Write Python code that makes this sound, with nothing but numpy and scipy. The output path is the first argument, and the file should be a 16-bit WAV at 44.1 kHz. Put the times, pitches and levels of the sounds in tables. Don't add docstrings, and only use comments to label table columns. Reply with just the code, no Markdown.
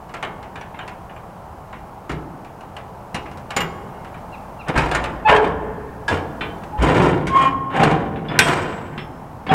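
import sys
import numpy as np
from scipy import signal
from scipy.fft import rfft, irfft, next_fast_len
from scipy.io import wavfile
from scipy.ndimage import uniform_filter1d, map_coordinates

SR = 44100
rng = np.random.default_rng(int(sys.argv[2]) if len(sys.argv) > 2 else 0)


def file_out(sig):
    cols = np.atleast_2d(sig).T
    lim = np.clip(cols, -1, 1)
    pcm = np.round(lim * 32767).astype(np.int16)
    wavfile.write(sys.argv[1], SR, pcm)


N = 420713
LOWER_HZ, UPPER_HZ = 863, 1072


def amp(db):
    return 10 ** (np.asarray(db) / 20)


def unit(x):
    return x / np.sqrt(np.mean(x ** 2, axis=-1, keepdims=True) + 1e-20)


def along(points, hz):
    knots_hz, values = np.transpose(points)
    return np.interp(np.log(hz + 1), np.log(knots_hz + 1), values)


def add(track, start_s, x):
    start = int(np.clip(round(start_s * SR), 0, N))
    track[start:start + len(x)] += x[:N - start]


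def wobble(rate_hz, size):
    knots = rng.standard_normal(int(size * rate_hz / SR) + 4)
    return map_coordinates(knots, [np.arange(size) * rate_hz / SR])


def filtered(x, response):
    size = x.shape[-1]
    padded = next_fast_len(size + 4096)
    return irfft(rfft(x, padded) * response(np.fft.rfftfreq(padded, 1 / SR)), padded)[..., :size]


def ring(modes, t, scatter_db, beating):
    out = np.zeros(len(t))
    for hz, db, t60_s in modes:
        decay = amp(db + scatter_db * rng.normal() - 60 * t / t60_s)
        beat = (1 + beating * wobble(29.6, len(t))) / np.hypot(1, beating)
        out += decay * beat * np.sin(2 * np.pi * hz * t)
    return out


def tail(decay_times, length_s):
    hz, t, spectra = signal.stft(rng.standard_normal(length_s * SR), SR, nperseg=256)
    echo = signal.istft(spectra * amp(-60 * t / along(decay_times, hz)[:, None]), SR, nperseg=256)[1]
    return echo / np.linalg.norm(echo)


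def woods():
    # freq_hz, density_db
    spectrum = [(12, -40.5), (20, -8), (91, -2.5), (154, -4.5), (187, -3), (248, -11), (357, -12.5),
                (574, -9), (825, -4.5), (923, -6.5), (1960, -27.5), (2990, -33), (3530, -38), (4670, -39.5),
                (16000, -44.5)]
    # time_s, gain_db
    rush_level = [(0, 0.5), (1.2, 1), (2.5, 0.5), (4.399, 3), (5.5, -0.5), (6.6, 4.5), (7.3, -2.5),
                  (9.54, 1)]
    air = unit(filtered(rng.standard_normal(N), lambda hz: amp(along(spectrum, hz))))
    rumble = filtered(air, lambda hz: 1 / (1 + (hz / 220) ** 4))
    level_db = -38 + np.interp(np.arange(N) / SR, *np.transpose(rush_level)) + 0.1 * wobble(2, N)
    return amp(level_db) * (air - rumble + rumble * amp(0.25 * wobble(1.3, N)))


def panel_modes(count):
    hz = 50 + 14000 * ((np.arange(count) + rng.random(count)) / count) ** 2
    waves = np.sin(2 * np.pi * hz[:, None] * np.arange(SR * 2 // 3) / SR)
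    return waves * (hz[:, None] / hz[-1]) ** (1 / 4)


def steel(panel, clatter, spot_db):
    favour = amp(spot_db * unit(uniform_filter1d(rng.standard_normal(len(panel)), size=6)))
    clang = unit((favour * rng.standard_normal(len(panel))) @ panel)
    return clang + clatter * rng.standard_normal(panel.shape[1])


def registers(x, tilt_db_oct):
    # freq_hz, density_db
    spectrum = [(18, -25), (30, -43.5), (59, -18), (145, -1.5), (204, -6.5), (415, -7), (499, -7.5),
                (844, -4.5), (1630, -8.5), (2900, -14), (3140, -19), (6210, -32.5), (8520, -33.5),
                (13300, -50.5), (16000, -59)]
    low_hz, high_hz = 450, 4000

    def response(hz):
        boom = 1 / (1 + (hz / low_hz) ** 8)
        below_grit = 1 / (1 + (hz / high_hz) ** 12)
        tilt = amp(tilt_db_oct * np.log2(np.clip(hz, low_hz, high_hz) / low_hz))
        return amp(along(spectrum, hz)) * tilt * np.array([boom, below_grit - boom, 1 - below_grit])
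    return unit(filtered(x, response))


def blows(panel, hits, modes, body_db, tilt_db_oct, crack, attack_s, t60s_s, detune=0):
    out, t = np.zeros(N), np.arange(panel.shape[1]) / SR
    fade = amp(-60 * t / np.array(t60s_s)[:, None])
    fade[1:] += crack * amp(-60 * t / 0.0063)
    swell = 1 - np.exp(-t / attack_s)
    for start_s, level_db, boom_db, grit_db, ring_db in hits:
        bands = registers(steel(panel, clatter=0.9, spot_db=2), tilt_db_oct)
        body = (bands * fade * amp([[boom_db], [0], [grit_db]])).sum(0)
        notes = ring(modes, t * (1 + detune * rng.normal()), scatter_db=6.5, beating=0.61)
        add(out, start_s, amp(level_db) * swell * (amp(body_db) * body + amp(ring_db) * notes))
    return out


def latches(panel):
    # start_s, level_db, grit_db
    contacts = [(0.093, -35, -13), (0.1395, -22.5, -12), (0.2267, -16.5, -16.5), (0.428, -33, -12),
                (0.5569, -26.5, -16), (0.611, -28, -16), (0.7436, -31.5, -30), (0.7894, -22, -29),
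                (0.8775, -26.5, -10.5), (1.0957, -35.5, -34), (1.1633, -35.5, -33), (1.728, -27.5, -26),
                (2.447, -35.5, -12), (2.6075, -38.5, -9), (2.7656, -27.5, -10.5), (3.2593, -29, -25),
                (3.313, -36.5, -7), (3.373, -36.5, -4), (3.5055, -22.5, -7.5), (4.046, -32.5, -15),
                (4.142, -33, -26), (4.9136, -13, -12.5), (5.04, -17.5, -12)]
    # freq_hz, level_db, t60_s
    modes = [(1650, -6, .06), (2050, -7, .05), (2400, -5, .06), (2750, -5, .06), (2950, -4, .07),
             (3700, -12, .04), (6150, -16, .04), (7400, -15, .03)]
    boom_db, ring_db, rattle_s, rattle_db = -14, -13, 0.02, -10.5
    taps = [(start_s, db, boom_db, grit_db, ring_db) for start_s, db, grit_db in contacts]
    rattles = [(start_s + rattle_s * np.exp(0.3 * rng.normal()), db + rattle_db, *colour)
               for start_s, db, *colour in taps]
    return blows(panel, taps + rattles, modes, body_db=-6, tilt_db_oct=0, crack=0.91,
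                 attack_s=0.00075, t60s_s=(0.43, 0.24, 0.061), detune=0.04)


def box_notes(x):
    # freq_hz, level_db, t60_s
    modes = [(71, -6, 1.2), (152, -8, 1.4), (176, -6, 1.8), (272, -6, 1.8), (322, -4, 1.6), (422, -8, 2.8),
             (441, -5, 2.8), (612, -6, 1.2), (788, -7, 1), (872, -10, 1.5), (1074, -1, 1.6), (1305, -8, .7),
             (1612, -7, .9), (3213, -7, .8)]
    notes = ring(modes, np.arange(2 * SR) / SR, scatter_db=0.5, beating=0.75)
    return signal.fftconvolve(x, notes / SR * 100)[:N]


def box_echo(x):
    # freq_hz, t60_s
    decay_times = [(60, 2.2), (200, 3.62), (450, 1.23), (1000, 0.91), (2000, 1.94), (4000, 0.59),
                   (12000, 0.47)]
    # freq_hz, gain_db
    colour = [(40, 8.5), (150, -0.5), (400, 2.5), (1000, 3), (2500, -16), (5000, -1.5), (14000, -14.5)]
    echo = filtered(tail(decay_times, length_s=2), lambda hz: amp(along(colour, hz)))
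    return signal.fftconvolve(x, np.pad(echo, (SR // 80, 0)))[:N]


def handles(panel):
    # start_s, level_db, boom_db, grit_db, ring_db
    hits = [(2.094, -18.5, 1, -16.5, -25), (2.115, -29, 8, -6.5, -32), (3.144, -16.5, -2.5, -8, -40),
            (3.564, -9.5, -9, -8, -15), (3.604, -15, -4.5, -11.5, -11), (4.682, -27.5, -1, -2, -34),
            (4.776, -8.5, -3, -13.5, -42), (4.948, -9.5, -13, -12.5, -23)]
    # freq_hz, level_db, t60_s
    modes = [(2853, -4, .15), (5600, -16, .08), (6900, -4, .08), (7020, -3, .07), (7140, -5, .07),
             (13200, -26, .15), (13800, -18, .1)]
    return blows(panel, hits, modes, body_db=-6.5, tilt_db_oct=0.5, crack=0.27,
                 attack_s=0.0012, t60s_s=(0.27, 0.24, 0.092))


def flexing(t60_s, attack_s):
    # start_s, pitch_hz, level_db
    flexes = [(2.105, 62, -24), (2.118, 155, -21), (3.62, 162.4, -23), (6.11, 88.6, -17.5),
              (6.784, 58.7, -9), (9.514, 194, -10.5)]
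    out, t = np.zeros(N), np.arange(SR // 2) / SR
    swell = 1 - np.exp(-t / attack_s)
    for start_s, hz, db in flexes:
        add(out, start_s, amp(db - 60 * t / t60_s) * swell * np.sin(2 * np.pi * hz * t))
    return out


def bird():
    # start_s, level_db
    chirps = [(4.314, -35), (4.582, -34)]
    top_hz, top_s, length_s, drop = 1390, 0.0128, 0.056, 0.37
    out, t = np.zeros(N), np.arange(int(length_s * SR)) / SR
    hz = top_hz * (1 - drop * ((t - top_s) / (length_s - top_s)) ** 2)
    swell = np.sin(np.pi * t / length_s) ** 2
    for start_s, level_db in chirps:
        phase = 2 * np.pi * np.cumsum(hz * (1 + 0.0068 * wobble(120, len(hz)))) / SR
        tone = sum(amp(db) * np.sin(k * phase) for k, db in enumerate([-9, -4, -20, -30], 1))
        add(out, start_s, swell * amp(level_db) * tone)
    trees = tail([(1000, 0.45), (6000, 0.3)], length_s=1)
    return out + amp(-4.5) * signal.fftconvolve(out, trees)[:N]


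def push(rise_s, hold_s, t60_s, swell_db=18.5):
    t = np.arange(int((rise_s + hold_s + t60_s) * SR)) / SR
    db = -swell_db * np.maximum(1 - t / rise_s, 0) - 60 * np.maximum(t - rise_s - hold_s, 0) / t60_s
    return t, amp(db) * np.minimum(t / 0.004, 1)


def grinding(panel, slips_per_s, slip_t60_s, level_db, contacts):
    # start_s, rise_s, hold_s, t60_s, grind_db, shudder_re_grind_db, grit_re_grind_db
    strokes = [(4.661, 0.029, 0.0067, 0.51, -20.5, 0, -32), (4.751, .012, 0.044, 0.83, -21.5, -8.5, -18),
               (4.87, 0.087, 0.016, 1, -34.5, -8, -19), (5.266, 0.031, 0.026, 0.28, -6.5, -14, -27.5),
               (5.396, 0.054, 0.012, 0.25, -23, 2, -24.5), (6.075, 0.016, 0.057, 0.32, -19.5, -6, -22.5),
               (6.775, 0.057, 0.23, 0.59, -16, 1, -23.5), (7.313, 0.05, 0.087, 0.31, -22, -28.5, -20),
               (7.7, 0.077, 0.083, 0.63, -15, -0.5, -27.5), (8.245, 0.079, 0.043, 0.62, -24, 0.5, -40),
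               (8.419, 0.056, 0.011, 0.97, -16, -9.5, -17.5), (9.479, .04, 0.042, .3, -15, -5, -31)]
    # freq_hz, level_db, t60_s
    rod_modes = [(7050, -2, .06), (8350, 4, .02), (13200, -14, .08)]
    uneven_db, flake_db, squeak_db, squeak_swing_db = 2.5, 2.5, -10.5, 8
    t, jolts = np.arange(SR // 8) / SR, np.zeros(N)
    for _ in range(contacts):
        slips = rng.random(N) < slips_per_s / contacts / SR
        strength = amp(uneven_db * np.clip(rng.standard_normal(N), -2, 2))
        jolt = steel(panel, clatter=0.63, spot_db=2.5)[:len(t)] * amp(-60 * t / slip_t60_s)
        jolts += signal.oaconvolve(slips * strength, jolt)[:N]
    bands = registers(jolts, tilt_db_oct=-1.6)
    bands[2] *= amp(flake_db * wobble(90, N))
    squeaks = unit(signal.oaconvolve(jolts, ring(rod_modes, t, scatter_db=2, beating=0.3))[:N])
    bands[2] += squeaks * amp(squeak_db + squeak_swing_db * wobble(50, N))
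    bands /= np.sqrt(np.abs(uniform_filter1d(bands ** 2, SR // 14, axis=1)) + 1e-6)
    shudder, grind, grit = drive = np.zeros((3, N))
    for start_s, rise_s, hold_s, t60_s, db, shudder_db, grit_db in strokes:
        _, gain = push(rise_s, hold_s, t60_s)
        add(shudder, start_s + 0.0093, amp(db + shudder_db) * gain)
        add(grind, start_s, amp(db) * gain)
        add(grit, start_s, amp(db + grit_db) * gain ** 1.32)
    return amp(level_db) * (drive * bands).sum(0)


def door_shifts(panel):
    # start_s, level_db, boom_db, grit_db, ring_db
    hits = [(4.761, -8, 0, -28, -1), (5.293, 2.5, -18, -30, -28), (5.361, -2, -19, -20, -19),
            (6.124, -12.5, 4.5, -26, -22), (6.634, -22, -10, -15, -24.5), (6.823, -13.5, 8, -5, -22),
            (6.997, -5.5, 9.5, -36, -11.5), (7.832, 0.5, 0.5, -13.5, -23.5), (7.911, -6.5, 5, -18.5, -29),
            (9.513, -5, 4, -40, -32)]
    # freq_hz, level_db, t60_s
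    modes = [(62, -13, 0.47), (331.4, -2, 0.15), (400, -6.5, 0.2), (1586, -10, 0.089)]
    return blows(panel, hits, modes, body_db=-11.5, tilt_db_oct=0.5, crack=0.36,
                 attack_s=0.002, t60s_s=(0.15, 0.086, 0.08))


def squeals(jitter, flutter_db, even_db, edge_hz, harmonics):
    # start_s, rise_s, hold_s, t60_s, pitch_hz, level_db, roughness, fall_db_oct
    events = [(5.247, 0.014, 0.022, .07, LOWER_HZ, -8.5, 0.38, 8.5),
              (5.29, 0.045, 0.042, 0.3, LOWER_HZ / 2, -17, .45, 12),
              (5.295, 0.02, 0.027, 0.31, 1625, -17, 0.62, 16),
              (5.3, 0.024, 0.027, 0.71, UPPER_HZ, -24.5, .7, 16.5),
              (5.358, 0.006, 0.0031, 0.054, 3200, -16.5, 0.3, 20),
              (6.71, 0.034, .012, 0.22, 847, -25, 0.16, 25),
              (7.292, 0.072, 0.026, 0.12, UPPER_HZ, -8, 0.18, 12),
              (7.388, 0.025, .02, .22, UPPER_HZ, -14, 0.2, 6.5),
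              (7.347, 0.071, 0.061, 0.16, 269, -29.5, .14, -2.5),
              (7.74, 0.05, 0.03, 0.34, 787, -18, 0.52, 16), (9.487, 0.022, .04, .2, 762, -10, 0.3, 20)]
    chatter_rise_s, brighten_db_oct_per_s = 0.053, 25
    out = np.zeros(N)
    for start_s, rise_s, hold_s, t60_s, hz, db, roughness, fall_db_oct in events:
        t, gain = push(rise_s, hold_s, t60_s)
        depth = roughness * np.minimum(t / chatter_rise_s, 1) ** 2
        chatter = lambda rate_hz: depth * wobble(rate_hz, 2 * SR)[:len(t)]
        phase = 2 * np.pi * np.cumsum(hz * (1 + jitter * chatter(226))) / SR
        slope_db_oct = np.maximum(fall_db_oct - brighten_db_oct_per_s * (t - rise_s), 0)
        for k in range(1, harmonics + 1):
            overtone_db = -slope_db_oct * np.log2(k) + even_db * (k % 2 == 0) + flutter_db * chatter(132)
            radiated = 1 / (1 + (k * hz / edge_hz) ** 8)
            add(out, start_s, gain * radiated * amp(db + overtone_db) * np.sin(k * phase))
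    return out


def levers(panel):
    # start_s, level_db, boom_db, grit_db, ring_db
    hits = [(6.08, -18, -23, -8, -2.5), (6.409, -15.5, -9.5, -27, -16), (7.269, -17.5, -27, -11.5, -33.5)]
    # freq_hz, level_db, t60_s
    modes = [(1660, -2, .2), (2430, -3, .35), (3090, -2, .35), (3500, -8, .2), (5270, -23, .2)]
    return blows(panel, hits, modes, body_db=-7, tilt_db_oct=3, crack=0.19,
                 attack_s=0.0009, t60s_s=(0.79, 0.28, 0.14))


def cams(panel):
    # start_s, level_db, boom_db, grit_db, ring_db
    hits = [(8.159, -25.5, 6, -34, -28), (8.285, -25, -9.5, -33, -8), (8.978, -17, 0, -24, -21),
            (9.466, -19.5, 5, -24, -20.5), (9.492, -17.5, 4, -27, -17)]
    # freq_hz, level_db, t60_s
    modes = [(2200, -10, .45), (3310, -3, .2), (3440, -5, .2), (4560, -27, .25), (5040, -15, .3),
             (5320, -29, .8)]
    return blows(panel, hits, modes, body_db=-10.5, tilt_db_oct=3.5, crack=0.36,
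                 attack_s=0.00042, t60s_s=(0.1, 0.23, 0.083))


def bar_slam(panel):
    # start_s, level_db, boom_db, grit_db, ring_db
    hits = [(8.39, 2.5, -5.5, -1.5, -20), (8.484, -12.5, 5, -15, -54)]
    # freq_hz, level_db, t60_s
    modes = [(1540, 3, .1), (1635, 1, .1), (2440, -1, .1), (2660, 1, .1), (3250, -2, .3), (3887, -6, .12),
             (7714, -21, 1.35), (8366, -11, .35), (8620, -15, .3), (9293, -15, .3), (10010, -14, .3),
             (10600, -17, .3), (12770, -22, .42)]
    return blows(panel, hits, modes, body_db=-9.5, tilt_db_oct=5.5, crack=1.0,
                 attack_s=0.000089, t60s_s=(0.2, 0.18, 0.046))


def scene():
    panel = panel_modes(count=320)
    door = latches(panel) + handles(panel) + levers(panel) + cams(panel)
    door += door_shifts(panel) + bar_slam(panel)
    door += grinding(panel, slips_per_s=520, slip_t60_s=0.071, level_db=-3, contacts=6)
    squeal = squeals(jitter=0.08, flutter_db=9, even_db=-8, edge_hz=3200, harmonics=11)
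    notes = box_notes(amp(-12) * door + amp(-20) * squeal)
    echo = box_echo(amp(-9.5) * door + amp(-7) * squeal)
    return (door + squeal + flexing(t60_s=0.43, attack_s=0.01) + notes + echo + bird() + woods())[None]


def record(dry):
    rounded = dry / (1 + np.abs(dry) ** 6) ** (1 / 6)
    return filtered(rounded, lambda hz: hz < 15900)


dry = scene()
out = record(dry)
file_out(out)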